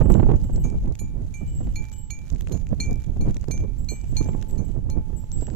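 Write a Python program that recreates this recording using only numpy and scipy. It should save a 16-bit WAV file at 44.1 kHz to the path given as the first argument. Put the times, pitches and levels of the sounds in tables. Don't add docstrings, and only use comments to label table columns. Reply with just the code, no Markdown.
import sys
import numpy as np
from scipy import signal
from scipy.fft import rfft, irfft, next_fast_len
from scipy.io import wavfile
from scipy.ndimage import uniform_filter1d, map_coordinates

SR = 44100
rng = np.random.default_rng(int(sys.argv[2]) if len(sys.argv) > 2 else 0)


def master(y):
    cut = np.clip(np.atleast_2d(y).T, -1, 1)
    pcm = np.round(cut * 32767)
    wavfile.write(sys.argv[1], SR, pcm.astype(np.int16))


def attenuation_scalar(level_db):
    decades = np.asarray(level_db, float) / 20
    return 10 ** decades


N = 244755


def unit(x):
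    return x / np.sqrt(np.mean(x ** 2, axis=-1, keepdims=True) + 1e-20)


def curves(rows):
    s, *cols = np.transpose(rows)
    return [np.interp(np.arange(N) / SR, s, c) for c in cols]


def wobble(rate):
    knots = rng.standard_normal((2, 1200))
    coarse = np.arange(0, N + 32, 32)
    smooth = [map_coordinates(k, [coarse * rate / SR]) for k in knots]
    return np.array([np.interp(np.arange(N), coarse, c) for c in smooth])


def coloured(x, points):
    m = 16384
    hz, db = np.transpose(points)
    gain = attenuation_scalar(np.interp(np.log(np.fft.rfftfreq(m, 1 / SR) + 1), np.log(hz), db))
    cepstrum = irfft(np.log(gain + 1e-7), m)
    cepstrum[1:m // 2] *= 2
    cepstrum[m // 2 + 1:] = 0
    response = irfft(np.exp(rfft(cepstrum)), m)
    size = next_fast_len(N + m)
    return irfft(rfft(x, size) * rfft(response, size), size)[..., :N]


def ports(mid_db, pan_db):
    right = 2 * attenuation_scalar(mid_db) / np.sqrt(1 + attenuation_scalar(2 * pan_db))
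    return np.array([right * attenuation_scalar(pan_db), right])


def bursts(times, gains, life, shared):
    out = np.zeros((2, N + 2048))
    t = np.arange(2048) / SR
    shape = t / life * np.exp(1 - t / life)
    for s, gain in zip(times, gains.T):
        noise = rng.standard_normal((2, 2048))
        noise[0] = shared * noise[1] + np.sqrt(1 - shared ** 2) * noise[0]
        start = round(s * SR)
        out[:, start:start + 2048] += gain[:, None] * noise * shape
    return out[:, :N]


def bell(blows, pitches, modes, lead_us, sway_db, scatter_db=0):
    out = np.zeros((2, N))
    starts = [round(row[0] * SR) for row in blows] + [N]
    for k, (s, *level_db) in enumerate(blows):
        start = starts[k]
        luck = rng.standard_normal((len(modes), 3))
        for j, (hz, (db, t60, pan_db)) in enumerate(zip(pitches, modes)):
            t = np.arange(min(starts[k + 1] - start, int(t60 * SR))) / SR
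            start_db = level_db[-1 if scatter_db else j] + db + scatter_db * luck[j, 0]
            decay = np.log(1000) / t60
            ring = np.exp((2j * np.pi * hz - decay) * t + 2j * luck[j, 1]) * attenuation_scalar(start_db)
            flicker = np.interp(t * 90, np.arange(40), rng.standard_normal(40))
            ring *= np.exp((0.21 + 0.25j) * flicker * hz / 8000)
            ring *= np.minimum(t / 0.0015, 1)
            early = np.exp(2j * np.pi * hz * lead_us[start] * 1e-6)
            left = attenuation_scalar(pan_db + sway_db * luck[j, 2]) * early
            out[:, start:start + len(t)] += [(left * ring).imag, ring.imag]
    return out


def split(db, place):
    angle = np.radians(place)
    return db + 20 * np.log10(np.abs([np.cos(angle), np.sin(angle)]) + 1e-3)


# t/s, strength level/dB, edge-on level/dB as it turns,
# place on the rim/degrees, hum level/dB
LARGE_BLOWS = [(0, -101, -7, 45, -47.5), (0.6404, -50, -18, 14, -57), (0.9916, -50.5, -9.5, 51, -62),
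               (1.3397, -42, -35, 15, -63), (1.757, -39, -17, 56, -56.5), (2.104, -40.5, -5.5, 16, -61.5),
               (2.3, -91, -28, 55, -71), (2.521, -59, 6.5, 120, -62), (2.8014, -33.5, 2.5, 66, -59),
               (3.209, -53, -14.5, 76, -61.5), (3.5103, -41.5, -3.5, 18, -61.5),
               (3.887, -41.5, -0.5, 49, -64), (4.167, -42.5, 3, 71, -51.5), (4.58, -60, -9, 44, -60.5),
               (4.9001, -57, 6, 30, -53.5)]
# level/dB at a usual blow, share of strength, share of edge-on,
# drift/(dB per s) as the animal walks across
MODE_ANSWER = [
    (-46.5, 0.998, 0.97, 3),
    (-67.5, 0.74, 0.017, 4),
    (-57, 0.261, 0.32, 0),
    (-57.5, 0.51, 1, -3.5),
    (-44, 0.43, 0.08, 2.5),
    (-46, 0.99, 0.18, 3.5),
    (-40, 0.51, 0.44, -3),
]
# level/dB at f/Hz 4140, 6180, 6320, 6680, 6860
PAIR_MODE_BEAM = [(0, 0, 0, 0, 0), (-15, 7, 4, -4, 0), (0, -5, -3, -6, 4), (-3, 2, 1, 0, 4),
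                  (1, -10, -7, 3, 0), (-12, -3, -3, 3, 3), (0, 0, 0, 0, 0), (-2, 5, 14, -7, 3),
                  (-12, 4, -3, -4, 0), (-6, -3, -4, 6, 0), (-2, 4, 7, -2, 0), (-11, 1, 1, -9, -3),
                  (4, -4, 4, 9, 1), (-10, -4, 5, -3, 5), (-10, -11, -7, -8, -7)]
# level/dB at f/Hz 4240, 4260, 8580, 8760
TWIN_MODE_BEAM = [(0, 0, 0, -6), (1, 1, 15, -13), (-4, -3, 25, -3), (1, 6, 7, -6), (1, 12, -1, -7),
                  (-21, -3.5, 10, -15), (0, 0, 0, 0), (-8, -13, -2, -10), (-7.5, -14, 11, -2),
                  (1, -2, -7, 0), (-11, -9.5, 6, -14), (2.5, -6, -4, -16), (-11, -3, 8, -12),
                  (-11, -4, -2, -6), (-5, -11, 10, -16)]
TOP_CLUSTER_BEAM = [-5, -4, 3.5, -1, 3.5, 1, 3, 2.5, -1.5, -1, 5.5, -5.5, 1.5, -5, -6]


def blow_levels():
    usual_db, abreast_s = -47, 2.8
    node_floor = 0.088
    s, strength, edge, place, hum = np.transpose(LARGE_BLOWS)
    answers = []
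    for db, by_strength, by_edge, by_time in MODE_ANSWER:
        change_db = by_strength * (strength - usual_db) + by_edge * edge + by_time * (s - abreast_s)
        answers.append(db + change_db)
    second, third, top, *single, pair = answers
    third = third + 20 * np.log10(np.abs(np.cos(np.radians(2 * place))) + node_floor)
    lower, _, middle, _ = np.transpose(TWIN_MODE_BEAM)
    pairs = np.array([*single, *split(pair, place)]) + np.transpose(PAIR_MODE_BEAM)
    singles = [s, hum, strength, second + lower, third + middle, top + TOP_CLUSTER_BEAM]
    return np.transpose(singles), np.transpose([s, *pairs])


# t/s, left port's lead/microseconds
BELL_WALK = [
    (0, 1),
    (5.55, 73),
]
MAIN_HZ = [866, 2340, 4243, 8583]
# level/dB, time to fall 60 dB/s, left-right level/dB
MAIN_MODES = [(2, 2.33, -5), (3, 0.45, -8), (8.5, .11, -3), (0, 0.2, 6)]
PAIR_HZ = [4152, 6183, 6319, 6684, 6862]
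# level/dB, time to fall 60 dB/s, left-right level/dB
PAIR_MODES = [(15.3, 0.09, -5), (2.5, 0.18, -16), (1.7, 0.25, -12), (4.7, 0.19, -8), (2, 0.22, -10.5)]
TOP_HZ = [9860, 10225, 12575, 11005, 12905, 11365, 11527, 11770, 12968, 13843, 14176]
# level/dB, time to fall 60 dB/s, left-right level/dB
TOP_MODES = [(-22, 0.1, -8), (-3, 0.063, -11), (-12, 0.09, -21), (8, .07, -17), (-8, 0.09, -24),
             (5, 0.11, -22), (-6, 0.15, -22), (-14, .07, -20), (3, 0.094, -16), (-10, .06, -13),
             (6, .05, -20)]


def large_bell():
    lead_us, = curves(BELL_WALK)
    blows, pairs = blow_levels()
    ringing = bell(blows, MAIN_HZ, MAIN_MODES, lead_us, sway_db=2.2)
    ringing += bell(pairs, PAIR_HZ, PAIR_MODES, lead_us, sway_db=3.2)
    return ringing + bell(blows, TOP_HZ, TOP_MODES, lead_us, sway_db=4.2, scatter_db=4)


TWIN_MODE_HZ = [4268, 8748, 10695, 11216]
# level/dB, time to fall 60 dB/s, left-right level/dB
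TWIN_MODES = [(11, 0.094, -1), (7.5, 0.11, -0.5), (11.5, 0.13, -17), (-25, 0.16, -26)]


def twins():
    s, _, _, second, third, top = blow_levels()[0].T
    lower, upper, _, high = np.transpose(TWIN_MODE_BEAM)
    levels = [second - lower + upper, top + high, top + high, 0.5 * third]
    rows = np.transpose([s, *levels])
    return bell(rows, TWIN_MODE_HZ, TWIN_MODES, curves(BELL_WALK)[0], sway_db=-8)


def clank():
    s, top_db = blow_levels()[0].T[[0, -1]]
    gains = attenuation_scalar(top_db + np.array([[2.5], [6]]))
    rattle = bursts(s, gains, life=0.0022, shared=0.46)
    return coloured(rattle, [(1500, 7.4), (4000, 12.8), (9000, 5.3), (15000, 3)])


# t/s, strength level/dB, place on the rim/degrees, top hardness level/dB
SMALL_BLOWS = [(0.031, -54.5, 59, -12), (0.0995, -42.5, 10, -7), (0.363, -73, 44, -8),
               (0.4321, -51, 42, -13), (0.5266, -46.5, 47, -14), (0.599, -52.5, 100, -4.5),
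               (1.37, -55.5, 38, -13), (1.474, -51, 39, -15), (1.5495, -46.5, 43, -20), (1.639, -59, 6, -9),
               (1.696, -66, 19.6, -8.5), (1.9257, -42.5, 4.7, -18), (1.982, -44, 12.2, -19),
               (2.099, -74, 45, 0), (3.7832, -51.5, 9.4, -13), (3.9002, -45, 77, -9),
               (4.0854, -55.5, 36, -9), (4.2748, -48, 4, -19.5), (4.4834, -50, 100, -6),
               (4.647, -52, 56, -14), (5.1634, -49, 18, -11), (5.197, -51, 23, -13),
               (5.3243, -44.5, 40, -16), (5.411, -36.5, 4.9, -27)]
# level/dB, place on the rim/degrees
SMALL_HUMS = [(-62, 38), (-56.5, 18), (-70, 27), (-65, 5), (-65, 15), (-62.5, 15), (-68, 75), (-58.5, 21),
              (-63.5, 68), (-64, 10), (-67, 30), (-57.5, 18), (-62.5, 7), (-97, 45), (-77, 35), (-61, 65),
              (-69, 11), (-78, 25), (-69, 20), (-69, 32), (-72, 85), (-74, 63), (-68, 80), (-65, 86)]


def tinkle_levels():
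    s, strength, place, hard = np.transpose(SMALL_BLOWS)
    hum_db, hum_place = np.transpose(SMALL_HUMS)
    return np.transpose([s, *split(strength, place), *split(hum_db, hum_place), strength + hard])


SMALL_MAIN_HZ = [7651, 7682, 2986, 2937]
# level/dB, time to fall 60 dB/s, left-right level/dB
SMALL_MODES = [(-2.5, 0.34, 2), (-3.5, 0.39, 3), (1, 0.56, -9), (0, 1.1, -12)]
SMALL_CLUSTER_HZ = [7870, 11447, 11781, 11915, 12085]
# level/dB, time to fall 60 dB/s, left-right level/dB
SMALL_CLUSTER = [(-18, 0.38, -7), (-1, 0.19, -22), (2, 0.22, -22), (-7, 0.17, -12), (1.5, 0.18, -30)]


def small_bell():
    tinkles, still = tinkle_levels(), np.zeros(N)
    ringing = bell(tinkles, SMALL_MAIN_HZ, SMALL_MODES, still, sway_db=5)
    return ringing + bell(tinkles, SMALL_CLUSTER_HZ, SMALL_CLUSTER, still, sway_db=-4, scatter_db=2.5)


def cracks(s, db, low_db, high_db, pan_db):
    low = bursts(s, ports(db + low_db + 7, 0.5 * pan_db), life=0.00066, shared=0.14)
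    middle = bursts(s, ports(db + 6.5, pan_db + 6), life=0.00075, shared=0.16)
    high = bursts(s, ports(db + high_db + 6.5, pan_db), life=0.00053, shared=0.67)
    low = coloured(low, [(300, 3), (1000, -1.5), (2400, 4.5), (4000, -2.5), (15000, -90)])
    middle = coloured(middle, [(1200, -10.5), (3300, -9), (4500, -4.5), (8000, -1), (11000, -28)])
    high = coloured(high, [(4000, -38), (9000, 0.5), (15000, -2.5)])
    return low + middle + high


# level/dB over the top cluster, dull level/dB, bright level/dB,
# left-right level/dB
CLAPPER_TICK = (8, -1.5, -14, -19)
# t/s, peak level/dB, bright level/dB, left-right level/dB
TWIG_SNAPS = [(0.1206, -40, -24, -13), (0.56, -40.5, -16.5, -12.5), (0.7, -44, -11, -2),
              (1.8523, -46, -15, 1), (2.301, -40.5, -19, -12), (2.326, -50, -15, -13),
              (2.8604, -45, -14, -11.5), (2.9094, -45.5, -1, -21), (2.9287, -47, -4.5, -17),
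              (3.3438, -42.5, -13, -9), (3.4111, -47, -13, -11), (3.483, -45, -7, -8),
              (4.013, -48.5, -15, -16), (4.244, -45, -24, -10), (5.317, -40.5, -23, -17)]
# t/s, peak level/dB, bright level/dB, left-right level/dB
CRUST_BREAKS = [(0.1019, -49, -9, -11.5), (0.14, -40.5, -27, -22), (0.297, -60, -14, 10),
                (0.3159, -46.5, -21.5, 6), (0.858, -59, 0, -14), (0.9527, -45.5, -6, -8),
                (2.1893, -50, -6, -19), (2.36, -50, -29, -7), (2.4082, -42.5, -1, -10),
                (2.4718, -41.5, -12, 12), (3.296, -50.5, -10, 3), (3.367, -42.5, -15, -20),
                (3.441, -45, -13, 12), (3.577, -46.5, -16.5, -18), (4.227, -46, -10, -14),
                (4.4133, -48, -28, -21), (4.4253, -41, -14, -24), (4.4742, -68.5, -4, -22),
                (5.5346, -56, -20, -19)]


def snaps():
    tick_lead_s, twig_dull_db, crust_dull_db = 0.002, -36, -1
    over_db, *parts = CLAPPER_TICK
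    ticks = [(abs(row[0] - tick_lead_s), row[-1] + over_db, *parts) for row in blow_levels()[0]]
    twigs = [(s, db, twig_dull_db, high, pan) for s, db, high, pan in TWIG_SNAPS]
    crust = [(s, db, crust_dull_db, high, pan) for s, db, high, pan in CRUST_BREAKS]
    return cracks(*np.transpose(ticks + twigs + crust))


# t/s, peak level/dB, dull level/dB, bright level/dB,
# left-right level/dB
SMALL_SPLINTERS = [(0.36, -44.5, -11, -17.5, -8), (0.414, -46, -23, -20, -11), (0.4424, -43, -7, -12, 0),
                   (0.8774, -49, -15, -16, -14), (0.9226, -45.5, -13, -7, -19),
                   (1.3254, -56, -22, -19, -14.5), (1.6702, -48, -5, -19, 0), (1.69, -52.5, 3, -13, -1),
                   (2.3487, -44, -13, -23, -11.0), (2.4202, -45, -6, -19, -1),
                   (2.484, -44, -13, -16, -14.5), (2.4947, -47, -5, -5, -5), (2.6683, -46.5, 0, -10, -8),
                   (2.6898, -45.5, -8, -22, -12.0), (2.9566, -43, -19, -9, -2), (3.1185, -57, -7, -5, -7),
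                   (3.308, -44.5, -8, -6.5, -9), (3.4307, -51, -3.5, -18, -10), (3.6775, -56, 0, -16, 0),
                   (3.845, -49, -19.5, -2, -14), (4.0422, -47.5, -5, -23, -12.5),
                   (4.2764, -45, -7, -14, -4), (4.29, -45, -1, -18, -4), (4.333, -49, 3, -15, 4),
                   (4.5095, -46.5, -8, 0, -22), (4.6828, -56, -12, -18.5, -15), (4.9, -35, -25, -26, -13),
                   (5.18, -52, -19, -2, 2), (5.241, -49, -16, -27, -8), (5.4096, -40, -11, -23, -8),
                   (5.4685, -40.5, -4, -21, -5), (5.5004, -44.5, 1.5, -30, -5)]
# peak, dull, bright and left-right level/dB
SPLINTER_OFFSETS = [-5, 2, 0, 2]


def splinters():
    s, *parts = np.transpose(SMALL_SPLINTERS)
    parts = parts + np.array(SPLINTER_OFFSETS)[:, None]
    return through_ports(cracks(s, *parts))


def grains(rate, spread_db, life, colour):
    chance, size, noise = rng.random(N), rng.exponential(size=N), rng.standard_normal((2, N))
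    starts = (chance < rate / SR) * attenuation_scalar(np.minimum(spread_db * size, 3 * spread_db))
    envelope = signal.lfilter([1], [1, -np.exp(-1 / (life * SR))], starts)
    return unit(coloured(envelope * (0.083 * noise[1] + 4.3 * noise), colour))


# t/s, level/dB
SNOW_CRUNCH = [(0.0, -48), (0.07, -105), (0.14, -72.5), (0.67, -68), (1.18, -78), (1.81, -67),
               (2.21, -71.5), (2.55, -65.5), (2.76, -73), (2.9, -65.5), (3.81, -73), (4.11, -71.5),
               (4.19, -62), (4.85, -79.5), (5.1, -78), (5.5, -67.5)]


def crunch():
    level_db, = curves(SNOW_CRUNCH)
    dull = grains(rate=400, spread_db=-1.5, life=0.0013,
                  colour=[(600, -3), (2500, -2.5), (6000, -8), (9000, -2.5), (15000, -17)])
    bright = grains(rate=79, spread_db=1.5, life=0.0006,
                    colour=[(3000, -31.5), (7000, 9), (12000, 4), (15000, 7)])
    clumps_db = 2.6 * wobble(18)[0]
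    return attenuation_scalar(level_db + 7 + clumps_db) * (dull + attenuation_scalar(-10) * bright)


# t/s, peak level/dB, time to swell by 10 dB/s (negative: bursts in, then fades by 10 dB in that time), #
# left-right level/dB, flutter level/dB against the rumble
WIND_GUSTS = [(0.599, -22, 0.28, -10.5, -15), (0.76, -23.5, 0.25, -8, -12.5), (0.902, -22, 0.1, -8.5, -9.5),
              (1.044, -27.5, 0.05, -12, -17), (1.242, -23.5, 0.13, -8.5, -9.5),
              (1.433, -26, 0.04, -21, -17.5), (1.679, -23, 0.26, -3.5, -17), (1.818, -25, 0.12, -13, -15.5),
              (2.56, -24.5, 0.1, -23, -6.5), (2.731, -15, 0.02, -12, -7.5),
              (2.924, -19, 0.1464, -5.5, -9.5), (3.185, -22, -0.15, 8, -27), (3.291, -19, 0.1241, -10, -9),
              (3.51, -23, 0.0244, -11, -3), (3.645, -25, 0.15, -6, -9.5), (3.832, -25, 0.19, -19, -18),
              (3.934, -22.5, 0.05, -30, -8.5), (4.222, -22, 0.17, -7.5, -18), (4.351, -27, 0.25, -4, -8.5),
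              (4.584, -26, 0.26, -23, -7), (4.786, -29, 0.05, 0, -4.5), (4.985, -26.5, 0.2, 4, -9.5),
              (5.424, -21, 0.07, -20, -15.5), (5.508, -32, -0.3, -9, -8.5)]
# t/s, level/dB, left-right level/dB
STEADY_WIND = [(0.0, -16, -11.5), (0.331, -19.5, -8.5), (0.44, -30.5, 9), (0.97, -34, 6.5),
               (1.34, -37.5, -9), (1.9, -37.5, -9), (2.23, -34, -9.5), (2.36, -29, -12.5), (3.1, -32, -11),
               (3.71, -36, -18), (4.4, -34, -4), (4.68, -29.5, -25), (5.12, -27.5, -18), (5.31, -33.5, -7),
               (5.55, -35, 0)]


def wind_strength():
    fall_over_rise, gust_flutter_grows = 0.25, 1.66
    flutter_db, flutter_grows = -51, 1.75
    t = np.arange(0, N / SR + 0.01, 0.004)
    s, db, swell, pan, under = np.transpose(WIND_GUSTS)[:, :, None]
    drop_db = 10 * np.maximum((s - t) / swell, (t - s) / (fall_over_rise * swell))
    at, steady_db, steady_pan = np.transpose(STEADY_WIND)
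    steady_db, steady_pan = np.interp(t, at, steady_db), np.interp(t, at, steady_pan)
    gust_flutter_db = db + under - gust_flutter_grows * drop_db
    steady_flutter_db = flutter_db + flutter_grows * (steady_db + 31)
    rumble = attenuation_scalar(2 * np.vstack([db - drop_db, steady_db]))
    flutter = attenuation_scalar(2 * np.vstack([gust_flutter_db, steady_flutter_db]))
    rumble_sum, flutter_sum = rumble.sum(axis=0), flutter.sum(axis=0)
    pan_db = (np.sum(rumble[:-1] * pan, axis=0) + rumble[-1] * steady_pan) / rumble_sum
    return curves(np.transpose([t, 10 * np.log10(rumble_sum), 10 * np.log10(flutter_sum), pan_db]))


# t/s, peak level/dB, left-right level/dB
WIND_PUFFS = [(0.006, -16, -32), (0.014, -12.5, -34), (0.056, -21, -23), (0.101, -14, -26),
              (0.15, -17, -24), (0.197, -13.5, -18.5), (0.228, -14.5, -13.5), (0.265, -23, -22),
              (0.288, -17.5, -30), (0.3, -19, -22), (0.313, -17.5, -29), (0.336, -22.5, -21),
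              (0.493, -29, -18), (0.576, -31, -26), (0.649, -28, -7.5), (0.739, -34.5, -26),
              (0.846, -41, 0), (0.872, -33, -9), (1.014, -36.5, -9), (1.213, -45.5, 2), (1.411, -37, -25),
              (1.606, -29.5, -30), (1.672, -35.5, -17), (2.319, -37.5, -28), (2.514, -30.5, -23),
              (2.71, -37, -15.0), (2.727, -25, -24.0), (2.894, -33.5, -18), (2.915, -38.5, -6),
              (3.163, -31.5, 16), (3.256, -30.5, -1.5), (3.277, -25, -1), (3.361, -33.5, -5),
              (3.482, -28, -15), (3.572, -39, 13.0), (3.643, -38.5, -27), (3.915, -34, -31),
              (3.931, -38, -30), (4.037, -38, -22), (4.159, -39, 16), (4.207, -25, -19), (4.256, -32, -23),
              (4.287, -23, -12), (4.346, -29, -21.0), (4.739, -40, -21), (4.76, -34.5, -27),
              (4.89, -33, -21), (4.957, -36, -5.5), (5.098, -38, -25), (5.129, -37, -11), (5.236, -36, -22),
              (5.377, -38.5, -21), (5.421, -28.5, -26), (5.48, -28, -13)]
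# f/Hz, level/dB
RUMBLE_COLOUR = [(8, -8), (20, 2), (45, -1), (90, -5.5), (160, -12), (300, -29), (600, -49), (2000, -120)]
# f/Hz, level/dB
FLUTTER_COLOUR = [(60, -27), (150, -0.5), (250, -2), (400, -10.5), (700, -20.5), (1200, -36.5), (2500, -52),
                  (8000, -110)]
# f/Hz, level/dB
PUFF_COLOUR = [(40, -14.5), (120, 4), (400, -7), (800, -19), (1500, -36), (3000, -49), (5000, -67),
               (15000, -120)]


def wind():
    rumble_db, flutter_db, pan_db = wind_strength()
    eddy, quick = wobble(26), wobble(70)
    rumble = unit(attenuation_scalar(2.6 * eddy) * coloured(rng.standard_normal((2, N)), RUMBLE_COLOUR))
    flutter_noise = coloured(rng.standard_normal((2, N)), FLUTTER_COLOUR)
    flutter = unit(attenuation_scalar(4 * eddy + 3.13 * quick) * flutter_noise)
    s, db, side_db = np.transpose(WIND_PUFFS)
    puffs = bursts(np.abs(s - 0.002), ports(db + 19, side_db), life=0.004, shared=0)
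    rumble = ports(rumble_db, 0.69 * pan_db - 1.5) * rumble
    flutter = ports(flutter_db + 0.5, 1.74 * pan_db) * flutter
    return rumble + flutter + coloured(puffs, PUFF_COLOUR)


# t/s, then level/dB of each of three modes
FAR_BELL_BLOWS = [
    (.19, -66, -100, -100),
    (5.19, -100, -78, -72),
    (5.38, -100, -66.5, -85),
    (5.42, -100, -75, -71),
]
FAR_BELL_HZ = [4230, 4888, 5650]
# level/dB, time to fall 60 dB/s, left-right level/dB
FAR_MODES = [(0, 0.41, 4), (0, 1, -2), (0, .7, 1)]


def far_bells():
    return bell(FAR_BELL_BLOWS, FAR_BELL_HZ, FAR_MODES, np.zeros(N), sway_db=7)


PORT_HISS = [-60.5, -68.5]


def hiss():
    drift = attenuation_scalar(2.8 * wobble(4.7))
    return attenuation_scalar(PORT_HISS)[:, None] * drift * rng.standard_normal((2, N))


# f/Hz, level/dB
LEFT_PORT = [(500, 11.5), (1500, 2), (3500, -3), (5500, -7.5), (7000, -5), (7800, -2), (9000, -9),
             (11000, -9), (14200, -11), (14600, -37.5)]
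# f/Hz, level/dB
RIGHT_PORT = [(500, -11), (1500, -1.5), (3500, 0), (5300, 0.5), (6600, 8), (7500, 0.5), (8300, -11.5),
              (9800, -9.5), (12000, -1.5), (14200, 0.5), (14600, -45.5)]


def through_ports(x):
    return np.array([coloured(x[0], LEFT_PORT), coloured(x[1], RIGHT_PORT)])


def scene():
    broad = hiss() + snaps() + clank() + crunch() * attenuation_scalar([[-5], [2.5]])
    near = through_ports(broad) + large_bell() + small_bell() + wind()
    return near + far_bells() + twins() + splinters()


# line from f/Hz, line to f/Hz, hidden from f/Hz,
# hidden to f/Hz, depth level/dB
HIDING_BANDS = [
    (7400, 7900, 8000, 10800, 23),
    (6100, 6950, 7900, 10300, 30),
]


def masked(x):
    deeper_db_per_khz = 5.5
    hz, _, z = signal.stft(x, SR, nperseg=1024)
    power = np.abs(z) ** 2
    band = uniform_filter1d(power, size=9, axis=1)
    for low, high, start, stop, depth_db in HIDING_BANDS:
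        line = power[:, (hz > low) & (hz < high)].max(axis=1, keepdims=True)
        line = signal.lfilter([0.2, 0.3], [1, -0.5], line, axis=2)
        hidden = (hz > start) & (hz < stop)
        reach_db = depth_db + deeper_db_per_khz * (hz[hidden, None] - start) / 1000
        z[:, hidden] *= band[:, hidden] > line * attenuation_scalar(-2 * reach_db)
    return signal.istft(z, SR, nperseg=1024)[1][:, :N]


def band_limit(x):
    return signal.sosfilt(signal.butter(12, 15020, fs=SR, output="sos"), x)


def record(dry):
    top, hard = 0.93, 8
    clipped = dry / (1 + np.abs(dry / top) ** hard) ** (1 / hard)
    return band_limit(masked(clipped))


dry = scene()
out = record(dry)
master(out)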